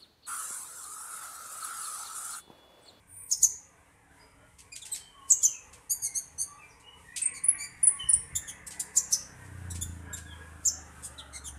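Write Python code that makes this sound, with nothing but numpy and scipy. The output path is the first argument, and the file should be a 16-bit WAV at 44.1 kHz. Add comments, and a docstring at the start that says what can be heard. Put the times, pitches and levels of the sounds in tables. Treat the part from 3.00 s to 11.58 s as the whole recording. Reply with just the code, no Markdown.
"""Caged songbird on a walled porch

A close bird gives harsh chips (arched tones with hiss), pure double ticks, nasal cheeps (throat-filtered
overtones), two-voiced cheeps (sum tones) and a thin held squeak; its hops are scratches of noise. Warbling
whistles, mostly of birds further off, and a few plain cheeps sound over a street of coloured noise and a whirr
that sinks in pitch; dull low bumps thud now and then. Late on an engine, a slowing train of pops ringing an
exhaust, putters by."""
import sys
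import numpy as np
from scipy import signal
from scipy.fft import rfft, irfft
from scipy.io import wavfile

SR = 44100
rng = np.random.default_rng(int(sys.argv[2]) if len(sys.argv) > 2 else 0)


def file_out(sig):
    """Save sig as 16-bit WAV at sys.argv[1]."""
    # one column per channel
    cols = np.atleast_2d(sig).T
    # limit, then scale
    lim = np.clip(cols, -1, 1)
    pcm = np.round(lim * 32767).astype(np.int16)
    wavfile.write(sys.argv[1], SR, pcm)


N = 378378
TIME = np.arange(N) / SR   # seconds

# Levels in the tables are relative within each source.
# Street traffic. Each row: time in seconds, level in dB.
STREET_LEVEL = [(0, -70.5), (7.84, -60.5), (8.58, -64.5)]
# Colours of the low rumble, the traffic wash and the faint hiss. Each row: frequency in Hz, gain in dB.
RUMBLE_COLOUR = [(24, -6.5), (80, 2), (160, -6.5), (230, -18.5)]
TRAFFIC_COLOUR = [(200, -15.5), (287, 1.5), (360, -13), (420, -0.5), (600, -7), (960, -0.5), (1300, -7.5),
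                  (1650, -5), (3000, -13)]
HISS_COLOUR = [(2500, 0.5), (4500, -10.5), (7000, -4), (9000, 2.5), (14500, -15)]
# Dull bumps. Each row: start in seconds, level in dB.
BUMP_EVENTS = [(5.039, -46), (5.138, -41.5), (5.328, -43), (6.818, -39.5)]
# Engine. Each row: time in seconds, firings per second, level in dB.
ENGINE_COURSE = [(3.9, 35, -70), (4.3, 35, -62), (6.2, 33, -59.5), (6.72, 28.8, -46.5), (7.15, 27.3, -51),
                 (7.75, 26.2, -56), (8.2, 23.7, -60), (8.58, 23, -53)]
# Exhaust resonances. Each row: frequency in Hz, width in Hz, gain in dB.
EXHAUST_MODES = [(68.4, 8.3, 3.5), (119, 17, 9.5), (165, 20, 1.5), (266, 33, -6.5)]
# Whistles, mostly of birds further off, with a few plain, weakly overtoned cheeps. Each row: start in
# seconds, length in seconds, middle pitch in Hz, fall in octaves (negative rises), level in dB.
WHISTLE_CALLS = [(1.194, 0.02, 4850, .03, -53), (1.78, 0.73, 3050, 0.2, -59), (1.89, .11, 4360, -.28, -52),
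                 (2.09, 0.19, 1094, 0.12, -53.5), (2.382, 0.21, 2900, 0.63, -51),
                 (3.032, 0.079, 2160, 0.047, -47), (3.444, 0.18, 1187, -0.18, -52),
                 (3.582, 0.065, 2520, 0.25, -50.5), (3.681, 0.049, 5400, 0.55, -58.5),
                 (3.819, 0.1, 2910, -0.099, -49), (4.03, 0.15, 1902, -0.15, -51),
                 (4.076, 0.23, 2524, -0.16, -49.5), (4.148, .62, 1118, -.25, -57.5),
                 (4.882, .22, 1089, 0.089, -48.5), (4.984, 0.0583, 2978, 0.08, -34),
                 (5.057, .1, 5470, -0.034, -52), (6.987, 0.61, 1639, 0.032, -51.5),
                 (7.245, 0.1, 3350, 0.28, -53.5)]
# Feet and beak on perch and wires. Each row: time in seconds, level in dB.
TAP_EVENTS = [(1.584, -49.5), (1.754, -42), (1.849, -41.5), (1.945, -38), (2.728, -50), (3.797, -59),
              (4.161, -31), (5.706, -40.5), (6.447, -58), (6.746, -43), (7.167, -44)]
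# Colour of those taps. Each row: frequency in Hz, gain in dB.
TAP_SPECTRUM = [(1700, -12.5), (2200, -0.5), (3600, -4.5), (5500, -0.5), (8600, 6.5), (13000, -10)]
# Partials of the squeak. Each row: frequency in Hz, level in dB.
SQUEAK_PARTIALS = [(9500, -4), (8300, -11.5), (13750, -13)]
# Resonance of throat and open beak. Each row: frequency in Hz, gain in dB.
THROAT_COLOUR = [(2000, -22.5), (3500, -9), (4600, -10), (6800, -1.5), (9000, 6.5), (11200, -10.5),
                 (14000, -16)]
# Nasal cheeps. Each row: start in seconds, length in seconds, top pitch in Hz, glide in octaves
# (positive rises), rasp from 0 to 1, brightness in dB per octave, level in dB.
CHEEP_CALLS = [(1.717, 0.031, 2430, 0.0071, 0.15, -13.5, -44.5),
               (1.815, 0.024, 3800, -0.19, 0.4, -10, -46.5), (1.914, 0.035, 4154, -.13, .15, 1.5, -34),
               (4.334, 0.062, 2365, -0.13, 0.4, -9, -46), (4.577, 0.097, 2358, 0.089, 0.14, -9, -39),
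               (5.35, 0.029, 3646, 0.076, 0.42, 4, -29.5), (5.471, 0.045, 3377, -0.055, 0.37, -3, -41),
               (5.663, 0.027, 2710, 0.028, 0.84, 4, -43), (5.794, 0.021, 2610, 0.19, 0.95, 5, -32.5),
               (6.7, 0.028, 1962, -0.03, 0.4, 0.5, -41.5), (6.81, 0.029, 3550, 0.098, 0.29, 3, -33.5),
               (7.127, 0.028, 3796, -0.058, 0.22, 2, -38), (8.022, 0.061, 1744, -0.047, 0.51, 5, -42.5),
               (8.177, 0.037, 3940, -0.45, 0.4, -29, -46), (8.324, 0.07, 2125, -0.055, 0.49, -9.5, -45),
               (8.436, 0.067, 3620, -0.26, 0.34, -1, -41.5)]
# Two-voiced cheeps. Each row: start in seconds, length in seconds, top pitch of the high voice in Hz,
# its glide in octaves, start and end pitch of the low voice in Hz, rasp from 0 to 1, level in dB.
DUET_CALLS = [(2.894, 0.048, 4737, 0.087, 1850, 2190, 0.18, -27),
              (3.016, 0.066, 4770, -0.15, 1570, 2233, 0.23, -30.5),
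              (3.143, .057, 4483, 0.15, 1700, 2330, 0.16, -30.5),
              (3.377, 0.07, 4526, 0.077, 1737, 2020, 0.18, -32.5)]
# Sum tones of the two voices, in dB. Each row: 0, 1 or 2 times the high voice (by row),
# with columns adding 0, 1 and 2 times the low voice; the first entry is silent.
SUM_TONES = [(-40, -29, -35), (-7.5, 6.5, -5), (4.5, 0.5, -16)]
# Double ticks. Each row: start in seconds, gap in seconds, first and second top pitch in Hz,
# rise of the second in octaves, level of the first and of the second in dB.
TICK_CALLS = [(4.216, 0.039, 8930, 8660, 0.019, -25.5, -21.5),
              (4.437, 0.047, 10200, 10580, 0.063, -25, -13.5),
              (4.829, .041, 10370, 10150, 0.36, -17.5, -12.5),
              (5.088, 0.044, 10090, 9780, 0.34, -18.5, -14)]
# Sharp chips. Each row: start in seconds, length in seconds, top pitch in Hz, closing fall in octaves,
# rasp from 0 to 1, level in dB.
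CHIP_CALLS = [(0.314, .021, 6950, 0.42, 0.09, -20.5), (.429, .026, 7050, 0.23, 0.17, -17.5),
              (2.302, 0.028, 7800, 0.26, 0.07, -16.5), (2.43, 0.036, 7170, 0.28, 0.12, -19.5),
              (5.967, .023, 7240, .33, 0.17, -20), (6.125, 0.022, 6130, 0.28, 0.25, -21.5),
              (7.652, 0.04, 7330, 0.43, .08, -21.5)]
# Reflections off floor, wall and roof. Each row: delay in seconds, gain in dB.
PORCH_ECHOES = [(.0023, -13.5), (.0052, -10.5), (.0091, -9)]


def from_db(db):
    """A level in decibels is twenty times the logarithm of the amplitude ratio."""
    return 10 ** (np.asarray(db) / 20)


def rms_one(x):
    """Dividing by the root mean square gives a signal unit power."""
    return x / np.sqrt(np.mean(x ** 2) + 1e-20)


def in_time(rows):
    """Linear interpolation turns each column of a timed table into a curve."""
    s, *columns = np.transpose(rows)
    return [np.interp(TIME, s, column) for column in columns]


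def gain_at(points, hz):
    """A spectral envelope is interpolated in dB over log frequency."""
    point_hz, db = np.transpose(points)
    return from_db(np.interp(np.log(hz), np.log(point_hz), db))


def add(out, s, sound):
    """By superposition, a sound starting at s seconds is summed into the mix."""
    i = max(0, int(s * SR))
    out[i:i + len(sound)] += sound[:max(0, N - i)]


def drift(rate, size):
    """Joining Gaussian values, rate per second, by straight lines gives a random wander."""
    at = np.arange(size) * rate / SR
    knots = rng.standard_normal(size // 4 + 2)
    return np.interp(at, np.arange(len(knots)), knots)


def phase_of(hz):
    """Phase is the running integral of frequency."""
    return 2 * np.pi * np.cumsum(hz) / SR


def lowpass(x, order, hz):
    """A Butterworth filter removes treble without ripple in the passband."""
    return signal.sosfilt(signal.butter(order, hz, fs=SR, output="sos"), x)


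def bin_hz():
    """The Fourier bins are evenly spaced in frequency; the lowest is raised to 1 Hz."""
    return np.maximum(np.arange(N // 2 + 1) * SR / N, 1)


def noise(spectrum):
    """Spectral shaping colours white noise, falling steeply beyond the end points; rms 1."""
    hz = bin_hz()
    low_end = 1 / (1 + (spectrum[0][0] / hz) ** 8)
    high_end = 1 / (1 + (hz / spectrum[-1][0]) ** 8)
    white = rfft(rng.standard_normal(N))
    return rms_one(irfft(white * gain_at(spectrum, hz) * low_end * high_end, N))


def patchy(spectrum, depth_db, count=7):
    """Independent modulation makes sixth-octave bands, in count groups, swell and fade; rms 1."""
    group = np.floor(6 * np.log2(bin_hz())) % count
    colour = rfft(noise(spectrum))
    return rms_one(sum(irfft(colour * (group == k), N) * from_db(depth_db * drift(9, N))
                       for k in range(count)))


def resonate(x, hz, width_hz):
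    """A pole pair near the unit circle rings at its frequency, with peak gain 1."""
    r = np.exp(-np.pi * width_hz / SR)
    zeros = np.array([1, 0, -1]) * (1 - r * r) / 2
    poles = [1, -2 * r * np.cos(2 * np.pi * hz / SR), r * r]
    return signal.lfilter(zeros, poles, x + 1e-18)


def scatter(x, t60, delay):
    """Dense reflections act as decaying noise of unit energy; t60 (s) is the time to fall 60 dB."""
    t = TIME[:SR]
    response = rng.standard_normal(SR) * from_db(-60 * t / t60) * (t > delay)
    return signal.fftconvolve(x, response / np.sqrt(np.sum(response ** 2)))[:N]


def hiss_swell(under_street_db=-1.5, rustle_db=-51, rustle_s=0.05, tap_share=0.94):
    """Powers add: a floor following the street, plus a swell around every tap."""
    floor = from_db(in_time(STREET_LEVEL)[0] + under_street_db)
    swells = 0
    for s, db in TAP_EVENTS:
        # tap_share of the tap's level in dB is passed on to the swell
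        swell = from_db(rustle_db + tap_share * db) * np.exp(-np.abs(TIME - s) / rustle_s)
        swells = swells + swell ** 2
    return np.sqrt(floor ** 2 + swells)


def street(rumble_db=-65):
    """Incoherent noises add in power: rumble, traffic wash, decaying bumps and a faint hiss."""
    rumble = from_db(rumble_db + 3.5 * drift(14, N)) * patchy(RUMBLE_COLOUR, depth_db=3)
    wash = from_db(in_time(STREET_LEVEL)[0] + 5.5) * patchy(TRAFFIC_COLOUR, depth_db=5)
    bumps, t = np.zeros(N), TIME[:SR // 4]
    for s, db in BUMP_EVENTS:
        onset = 1 - np.exp(-t / 0.00078)
        add(bumps, s, from_db(db - 60 * t / 0.37) * onset)   # falls 60 dB in 0.37 s
    hiss = hiss_swell() * from_db(2.5 * drift(12, N)) * noise(HISS_COLOUR)
    return rumble + wash + bumps * noise(RUMBLE_COLOUR) + hiss


def whirr(peak_s=4.26, attack_s=0.077, halves_s=1.08, peak_db=-48.5, idle_db=-73.5):
    """Modulating low noise onto a carrier gives a band about its pitch, which sinks as it recedes."""
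    age = np.maximum(TIME - peak_s, 0)
    centre_hz = 2164 - 200 * age   # sinks 200 Hz per second
    attack = np.clip(1 + (TIME - peak_s) / attack_s, 0, 1) ** 2
    fading = 1 / (1 + age / halves_s)   # half strength after halves_s
    gain = np.hypot(from_db(idle_db), from_db(peak_db) * attack * fading)
    spread = [(10, -6.5), (170, -0.5), (400, -16.0), (900, -20.0)]   # (Hz from the centre, dB)
    above = signal.hilbert(patchy(spread, depth_db=6))
    below = signal.hilbert(patchy(spread, depth_db=6))
    carrier = np.exp(1j * phase_of(centre_hz))
    return gain * np.real(above * carrier + below / carrier) / np.sqrt(2)


def engine(muffler_hz=380, boom_db=4, boom_below_rate=31.43, boom_onset_rate=0.74):
    """Each firing excites the exhaust modes; muffler and distance dull them, and the third order booms."""
    rate, level_db = in_time(ENGINE_COURSE)
    phase = phase_of(rate * (1 + .008 * drift(25, N)))
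    firings = np.diff(np.floor(phase / (2 * np.pi)), prepend=0)   # one impulse per cycle
    firings = firings * from_db(1.5 * drift(30, N))
    pipe = sum(from_db(db) * resonate(firings, hz, width) for hz, width, db in EXHAUST_MODES)
    pipe = lowpass(pipe, 3, muffler_hz)
    pops = rms_one(pipe + scatter(pipe, t60=0.34, delay=0))   # house fronts smear the pops
    boom = np.sqrt(2) * np.cos(3 * phase) * from_db(2 * drift(18, N))
    # the boom sets in as the firings per second drop below boom_below_rate
    labouring = (1 + np.tanh((boom_below_rate - rate) / boom_onset_rate)) / 2
    return from_db(level_db) * (pops + from_db(boom_db) * labouring * boom)


def whistles():
    """Frequency modulation of a glide gives a warble; weak second and third harmonics colour it."""
    out = np.zeros(N)
    for s, length, middle_hz, fall, db in WHISTLE_CALLS:
        size = int(length * SR)
        sag = fall * np.linspace(-.5, .5, size)   # octaves
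        phase = phase_of(middle_hz * 2 ** -sag * (1 + .022 * drift(130, size)))
        swell = signal.windows.tukey(size, .5) * from_db(3.5 * drift(35, size))
        tone = np.sin(phase) + from_db(-26.5) * (np.sin(2 * phase) + np.sin(3 * phase))
        add(out, s, from_db(db) * np.sqrt(2) * tone * swell)
    return out


def taps(t60=0.16, level_db=-3):
    """Friction of claws is a short burst of coloured noise, decaying 60 dB in t60 seconds."""
    push, t = np.zeros(N), TIME[:SR // 8]
    for s, db in TAP_EVENTS:
        onset = (1 - np.exp(-t / .004)) ** 2
        add(push, s - .002, from_db(db + level_db - 60 * t / t60) * onset)
    return push * noise(TAP_SPECTRUM) * from_db(3.6 * drift(700, N))


def squeak(start_s=0.064, attack_s=0.11, hold_s=0.21, release_s=0.036, level_db=-51):
    """Independently wavering partials add to a thin note that swells, holds and stops."""
    tones = sum(from_db(db) * np.sin(phase_of(hz * (1 + 0.006 * drift(252.6, N))))
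                for hz, db in SQUEAK_PARTIALS)
    swell = np.interp(TIME, np.cumsum([start_s, attack_s, hold_s, release_s]), [0, 1, 1, 0])
    return np.sqrt(2) * from_db(level_db) * swell * tones


def arch(length, start_hz, top_hz, end_hz, crest, edge):
    """Tension sets pitch: the syrinx tightens to a crest, then lets go; a larger edge is softer."""
    u = np.linspace(0, 1, int(length * SR))
    crest = np.clip(crest, .1, .9)   # share of the length
    tightening = (start_hz - top_hz) * (1 - u / crest) ** 2
    letting_go = (end_hz - top_hz) * np.sin(np.pi / 2 * (u - crest) / (1 - crest)) ** 2
    hz = top_hz + np.where(u < crest, tightening, letting_go)
    return hz, np.abs(np.sin(np.pi * u)) ** edge


def cheep_arch(length, top_hz, glide, least_sag=0.024):
    """The crest follows the glide: late when rising, early when falling; both ends sag (octaves)."""
    up, down = np.maximum([glide, -glide], 0) + least_sag
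    crest = 0.14 + .55 * up / (up + down)
    return arch(length, top_hz / 2 ** up, top_hz, top_hz / 2 ** down, crest=crest, edge=1.05)


def cheeps(second_db=-1, second_ratio=.93, rasp_above_hz=3600):
    """Source and filter: the throat picks out overtones of a lower, unsteady pitch."""
    out, orders = np.zeros(N), np.arange(1, 8)[:, None]
    highpass = signal.butter(4, rasp_above_hz, "high", fs=SR, output="sos")
    hiss = signal.sosfilt(highpass, noise(THROAT_COLOUR))
    for s, length, top_hz, glide, rasp, bright_db, db in CHEEP_CALLS:
        hz, swell = cheep_arch(length, top_hz, glide)
        size = len(hz)
        phase = phase_of(hz * (1 + (0.0087 + 0.046 * rasp) * drift(600, size)))
        strength = from_db(bright_db * np.log2(orders)) * gain_at(THROAT_COLOUR, orders * hz)
        strength = strength * (orders * hz < SR / 2)
        # in raspy calls the other side of the syrinx joins in, a little flat
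        other_side = from_db(second_db) * rasp * np.sin(orders * second_ratio * phase)
        voice = np.sum(strength * (np.sin(orders * phase) + other_side), axis=0)
        tone = rms_one(voice) * from_db(1.8 * drift(450, size))
        breath = rasp * hiss[int(s * SR):][:size]
        add(out, s, from_db(db - 3.5) * swell * (tone + breath))
    return out


def duets(high_jitter=0.089, low_jitter=0.32, flutter_db=3, breath=1.0, level_db=-4.0):
    """Two independent sides of the syrinx mix into sum tones; the call roughens as it goes."""
    out, hiss = np.zeros(N), noise([(5000, -18), (8500, 19), (14000, -4)])   # (Hz, dB)
    for s, length, top_hz, glide, low_start_hz, low_end_hz, rasp, db in DUET_CALLS:
        high_hz, swell = cheep_arch(length, top_hz, glide)
        size = len(swell)
        low_hz = np.linspace(low_start_hz, low_end_hz, size)
        rough = rasp * np.linspace(.4, 1.6, size)
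        high = phase_of(high_hz * (1 + high_jitter * rough * drift(903, size)))
        low = phase_of(low_hz * (1 + low_jitter * rough * drift(905, size)))
        tone = np.zeros(size)
        for m, row in enumerate(SUM_TONES):
            for n, tone_db in enumerate(row):
                tone += from_db(tone_db + flutter_db * drift(299, size)) * np.sin(m * high + n * low)
        rasping = breath * rough * hiss[int(s * SR):][:size]
        add(out, s, from_db(db + level_db) * swell * (rms_one(tone) + rasping))
    return out


def ticks(level_db=-3.07, jitter=0.0024, edge=0.61):
    """Lone sinusoids are pure: a round arch, then a quicker tick that rises to a late crest and dips."""
    out = np.zeros(N)
    for s, gap, first_hz, second_hz, rise, first_db, second_db in TICK_CALLS:
        ends_hz = .85 * first_hz
        lead = arch(0.0205, ends_hz, first_hz, ends_hz, crest=0.575, edge=edge)
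        # the second tick rises little or much, by pair
        main = arch(0.0136, second_hz / 2 ** rise, second_hz, 0.88 * second_hz, crest=0.8, edge=edge)
        for start, db, (hz, swell) in ((s, first_db, lead), (s + gap, second_db, main)):
            tone = np.sin(phase_of(hz * (1 + jitter * drift(1215, len(hz)))))
            add(out, start, from_db(db + level_db) * swell * tone)
    return out


def chips(jitter=0.035, flutter_db=3, rush_s=0.008, rush_at=0.29):
    """A fast arched tone with a weak octave is joined by turbulent hiss, which makes it harsh."""
    out = np.zeros(N)
    hiss = noise([(4300, -4), (5800, -1.5), (9000, 4.0), (12000, -7.0), (14500, -12.5)])   # (Hz, dB)
    for s, length, top_hz, fall, rasp, db in CHIP_CALLS:
        hz, swell = arch(length, .85 * top_hz, top_hz, top_hz / 2 ** fall, crest=.3, edge=0.32)
        size = len(hz)
        phase = phase_of(hz * (1 + jitter * drift(1200, size)))
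        tone = np.sqrt(2) * (np.sin(phase) + from_db(-22.5) * np.sin(2 * phase))
        add(out, s, from_db(db - 7) * swell * tone * from_db(flutter_db * drift(450, size)))
        # the hiss builds up before the tone catches and dies away after it
        t = np.arange(-SR // 20, SR // 20) / SR
        rush = hiss[int(s * SR):][:len(t)] / np.cosh(t / rush_s)
        add(out, s + rush_at * length + t[0], from_db(db + 1.0) * rasp * rush)
    return out


def porch(x, early_db=-7, tail_db=-16):
    """Discrete reflections lead into a quick scatter, then a longer tail that has lost its top."""
    echoes = sum(from_db(db) * np.interp(TIME - delay, TIME, x, left=0) for delay, db in PORCH_ECHOES)
    early = from_db(early_db) * scatter(x, t60=0.14, delay=0.009)
    tail = from_db(tail_db) * scatter(lowpass(x, 2, 9000), t60=0.4, delay=0.052)
    return x + echoes + early + tail


def scene():
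    """Sources superpose: the close bird in the porch's echoes, whistles, street, whirr and engine."""
    background = street() + whirr() + engine()
    direct = whistles()
    # the whistles hold more scattered than direct sound
    whistling = from_db(-5) * (.55 * direct + 1.25 * scatter(direct, t60=.4, delay=0))
    bird = from_db(5.5) * porch(taps() + squeak() + cheeps() + duets() + ticks() + chips())
    return (background + whistling + bird)[None]


def record(dry):
    """An elliptic lowpass cuts the top steeply, above 14350 Hz."""
    return signal.sosfilt(signal.ellip(10, .2, 70, 14350, fs=SR, output="sos"), dry)


dry = scene()
out = record(dry)
file_out(out)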